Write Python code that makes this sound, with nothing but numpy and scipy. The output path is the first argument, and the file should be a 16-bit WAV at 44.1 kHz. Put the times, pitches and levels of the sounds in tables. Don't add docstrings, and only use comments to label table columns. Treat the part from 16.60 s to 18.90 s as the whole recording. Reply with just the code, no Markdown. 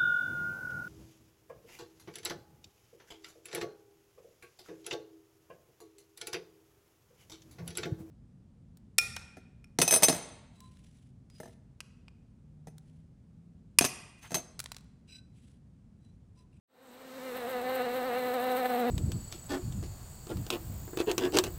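import sys
import numpy as np
from scipy import signal
from scipy.fft import rfft, irfft, next_fast_len
from scipy.io import wavfile
from scipy.ndimage import uniform_filter1d

SR = 44100
rng = np.random.default_rng(int(sys.argv[2]) if len(sys.argv) > 2 else 0)


def dump_mix(stems):
    frames = np.atleast_2d(stems).T
    limited = np.clip(frames, -1, 1)
    pcm = np.round(limited * 32767).astype(np.int16)
    wavfile.write(sys.argv[1], SR, pcm)


def gain_from_decibels(decibels):
    exponent = np.asarray(decibels, float) / 20
    return 10 ** exponent


N = 101429
T = np.arange(N) / SR
FADE_START_S, FADE_END_S, FADE_POWER = 0.076, 1.03, 1.04
SWARM_HZ = 248.6
RUSTLE_STEADY = 0.24
# (multiple of wingbeat [1], level [dB])
WING_MULTIPLES = [(1, -5.5), (2, 2), (3, 0), (4, -15), (5, -12.5), (6, -15), (7, -14.5), (8, -17),
                  (9, -20.5), (10, -28), (11, -21.5), (12, -28.5), (13, -35.5), (14, -33.5), (15, -31),
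                  (16, -31.5), (17, -34.5), (18, -42)]


def rms_one(x):
    return x / np.sqrt(np.mean(x ** 2) + 1e-20)


def drift(rate):
    hop = 40
    pole = np.exp(-2 * np.pi * hop * rate / SR)
    noise = rng.standard_normal(N // hop + 2002)
    slow = signal.lfilter([1], [1, -2 * pole, pole * pole], noise)[2000:]
    return np.interp(np.arange(N) / hop, np.arange(len(slow)), rms_one(slow - slow.mean()))


def coloured(x, points):
    hz, db = np.transpose(points)
    size = next_fast_len(N)
    bins = np.maximum(np.arange(size // 2 + 1) * SR / size, 1)
    gain = gain_from_decibels(np.interp(np.log(bins), np.log(hz), db, left=-70))
    return rms_one(irfft(rfft(x, size) * gain, size)[:N])


def fade_in():
    return np.clip((T - FADE_START_S) / (FADE_END_S - FADE_START_S), 0, 1) ** FADE_POWER


def outdoor_floor():
    # (frequency [Hz], density [dB per Hz])
    floor_colour = [(20, -8), (43, -16.5), (125, -10.5), (200, -8), (400, -5.5), (1000, -6.5), (4500, -23),
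                    (9000, -31.5)]
    return gain_from_decibels(-47) * coloured(rng.standard_normal(N), floor_colour)


def far_bees():
    count, spread, wander = 18, 0.13, 0.035
    level_db, swell_db, tilt_db = -63, 4.0, -4.5
    hum = 0
    for place in np.linspace(-1, 1, count):
        hz = SWARM_HZ * (1 + spread * place + wander * drift(8.08))
        phase = 2 * np.pi * np.cumsum(hz) / SR
        stack = 0
        for k, db in WING_MULTIPLES[:9]:
            stack = stack + gain_from_decibels(db + tilt_db * np.log2(k)) * np.cos(k * phase + k * k)
        hum = hum + gain_from_decibels(level_db + swell_db * drift(2.9)) * stack
    return hum


def passing_bees():
    # (time [s], half length [s], level [dB], low edge [Hz], high edge [Hz])
    crossings = [
        (0.283, 0.046, -60.5, 5500, 8400),
        (0.593, 0.16, -59, 4600, 7200),
        (.72, 0.13, -62, 9400, 11600),
    ]
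    out = 0
    for s, half_s, db, low_hz, high_hz in crossings:
        pulse = RUSTLE_STEADY + np.cos(2 * np.pi * SWARM_HZ * T) ** 4
        puffs = pulse * rng.standard_normal(N)
        band_pass = signal.butter(2, [low_hz, high_hz], "band", fs=SR, output="sos")
        swell = np.exp(-0.5 * ((T - s) / half_s) ** 2)
        out = out + gain_from_decibels(db) * rms_one(signal.sosfilt(band_pass, puffs)) * swell
    return out


def companion():
    wingbeat_hz, wander, tilt_db = 254, 0.03, 5.0
    below_db, swell_db = -24, 3.5
    phase = 2 * np.pi * np.cumsum(wingbeat_hz * (1 + wander * drift(8.0))) / SR
    stack = 0
    for k, db in WING_MULTIPLES:
        stack = stack + gain_from_decibels(db + tilt_db * np.log2(k)) * np.cos(k * phase + k * k)
    return gain_from_decibels(below_db + swell_db * drift(6.2)) * stack


def rustle(phase):
    # (frequency [Hz], density [dB per Hz])
    rustle_colour = [(300, -21.5), (700, 2), (1500, -9), (3300, -11.5), (5200, -25), (6800, -25.5),
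                     (10600, -20), (15800, -12)]
    spread_db, upstroke_db, swell_db, sharpness = 2.5, -5, 2.0, 4.0
    stroke = np.floor(phase / np.pi + 0.5).astype(int)
    uneven = np.clip(rng.standard_normal(N // 20), -2, 2)[stroke]
    strength_db = spread_db * uneven + upstroke_db * (stroke % 2) + swell_db * drift(18)
    pulse = RUSTLE_STEADY + np.abs(np.cos(phase)) ** sharpness
    return coloured(gain_from_decibels(strength_db) * pulse * rng.standard_normal(N), rustle_colour)


def wing_tone(hz, phase, first_db, third_db, upper_db):
    # (centre [Hz], width [Hz], depth [dB])
    board_notch = (800.4, 26.7, -7.5)
    usual_first_db, usual_third_db = -9, -5
    waver_db, waver_growth_db, waver_per_s = 0.4, 0.6, 18.0
    stroke_lag_rad, twist_rad, twist_per_s = 0.04, 0.075, 35.0
    notch_hz, width_hz, depth_db = board_notch
    tone = 0
    for k, db in WING_MULTIPLES:
        notch_db = depth_db * np.exp(-0.5 * ((k * hz - notch_hz) / width_hz) ** 2)
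        sway_db = (waver_db + waver_growth_db * np.log2(k)) * drift(waver_per_s)
        facing_db = 0
        if k == 1:
            facing_db = first_db - usual_first_db
        elif k == 3:
            facing_db = third_db - usual_third_db
        if k > 3:
            facing_db = upper_db
        turn = stroke_lag_rad * k * k + np.pi * (k == 1) + twist_rad * k * drift(twist_per_s)
        tone = tone + gain_from_decibels(db + notch_db + sway_db + facing_db) * np.cos(k * phase + turn)
    usual_power = np.sum(gain_from_decibels(np.transpose(WING_MULTIPLES)[1]) ** 2) / 2
    return tone / np.sqrt(usual_power)


def nearest_wingbeat():
    # (time [s], wingbeat [Hz])
    visits = [
        [(0.08, 265.2), (0.18, 250.5), (0.188, 257.2), (0.24, 270.2), (0.318, 240.2), (0.412, 267.2),
         (0.424, 252.8), (0.452, 263.6), (0.5, 255.4)],
        [(0.5, 254), (0.574, 267.2), (0.6, 253.8), (0.664, 263.8), (0.736, 239.6), (0.764, 262.2),
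         (0.834, 235.2), (0.866, 235.4), (0.88, 253.7)],
        [(0.88, 258.3), (0.906, 261.9), (1.018, 240.1), (1.03, 249.2), (1.15, 259), (1.192, 257), (1.21, 240.3),
         (1.242, 259.6), (1.26, 251.7)],
        [(1.26, 247.7), (1.292, 239.2), (1.308, 254.7), (1.328, 243.9), (1.368, 262.3), (1.428, 242),
         (1.462, 264.6), (1.518, 239.1), (1.6, 257.1)],
        [(1.6, 251.3), (1.672, 254.3), (1.688, 244.7), (1.752, 256.1), (1.796, 239.7), (1.862, 260),
         (1.87, 250.4), (1.956, 251.9), (1.98, 256.5)],
        [(1.98, 260.3), (2.006, 258.6), (2.038, 241.6), (2.05, 253.6), (2.176, 240.5), (2.188, 253.5),
         (2.242, 233.7), (2.27, 249.8), (2.3, 240.9)],
    ]
    s, hz = np.transpose([row for visit in visits for row in visit])
    handover_s = 0.004
    rate = np.interp(T, np.maximum.accumulate(s), hz)
    return uniform_filter1d(rate, max(int(handover_s * SR), 1))


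def wing_flicks():
    # (time [s], lift [dB])
    flicks = [
        (.77, 5),
        (.97, 2.5),
        (1.14, 1.5),
        (1.75, 3),
        (1.96, 2),
        (2.119, 4),
        (2.16, 1.5),
    ]
    flick_s = 0.01
    return sum(lift_db * np.exp(-0.5 * ((T - s) / flick_s) ** 2) for s, lift_db in flicks)


def nearest_bee():
    # (time [s], level [dB], first multiple [dB],
    # third multiple [dB], rustle [dB])
    nearness = [(0.08, -95, -13, -6, 0), (0.1, -80, -11, -6, 8), (0.22, -61, -4, -2, 7),
                (0.6, -47, -2.5, -26, 7), (0.66, -39.5, -6.5, -29, 1), (0.83, -37.5, -12, -8, 2),
                (0.86, -37.5, -6, -2, 1), (0.91, -36.5, -23, -21, 7.5), (0.96, -33.5, -8, -5.5, -0.5),
                (1.04, -37.5, -12, -7.5, -2), (1.07, -32, -11.5, -7.5, -1.5), (1.62, -33, -10.5, -5, 2),
                (2.0, -31, -9, -2, 2.5), (2.04, -34, -5.5, 1, 1.5), (2.06, -24.5, -13, -3.5, -1),
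                (2.08, -40, -2, -8, 6.5), (2.1, -33, -6, -1.5, 3.5), (2.3, -29.5, -2, -5, -3)]
    beat_jitter, upper_follow = 0.009, 0.29
    when, *controls = np.transpose(nearness)
    db, first_db, third_db, rustle_db = [np.interp(T, when, control) for control in controls]
    rustle_db = rustle_db + wing_flicks()
    hz = nearest_wingbeat()
    phase = 2 * np.pi * np.cumsum(hz * (1 + beat_jitter * drift(44))) / SR
    tone = wing_tone(hz, phase, first_db, third_db, upper_follow * rustle_db)
    air = gain_from_decibels(-16 + rustle_db) * rustle(phase - 1.0)
    return gain_from_decibels(db) * (tone + companion() + air) * (T > FADE_START_S)


def scene():
    background = outdoor_floor() + far_bees() + passing_bees()
    return (nearest_bee() + fade_in() * background)[None]


def top_cut(x):
    return signal.sosfilt(signal.butter(12, 16740, fs=SR, output="sos"), x)


def record(dry):
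    # (centre [Hz], width [Hz], gain [dB])
    port = [(4010, 360, 6.5), (8170, 630, 9), (13020, 690, 7.5), (10800, 310, -3)]
    rumble_cut_hz, top_hz = 30, 15760
    size = next_fast_len(N + 2048)
    hz = np.arange(size // 2 + 1) * SR / size
    port_db = sum(db * np.exp(-0.5 * ((hz - centre_hz) / width_hz) ** 2) for centre_hz, width_hz, db in port)
    response = gain_from_decibels(port_db) * (hz < top_hz) * hz / np.hypot(hz, rumble_cut_hz)
    heard = irfft(rfft(dry, size) * response, size)[:, :N]
    return top_cut(heard * (T > FADE_START_S))


dry = scene()
out = record(dry)
dump_mix(out)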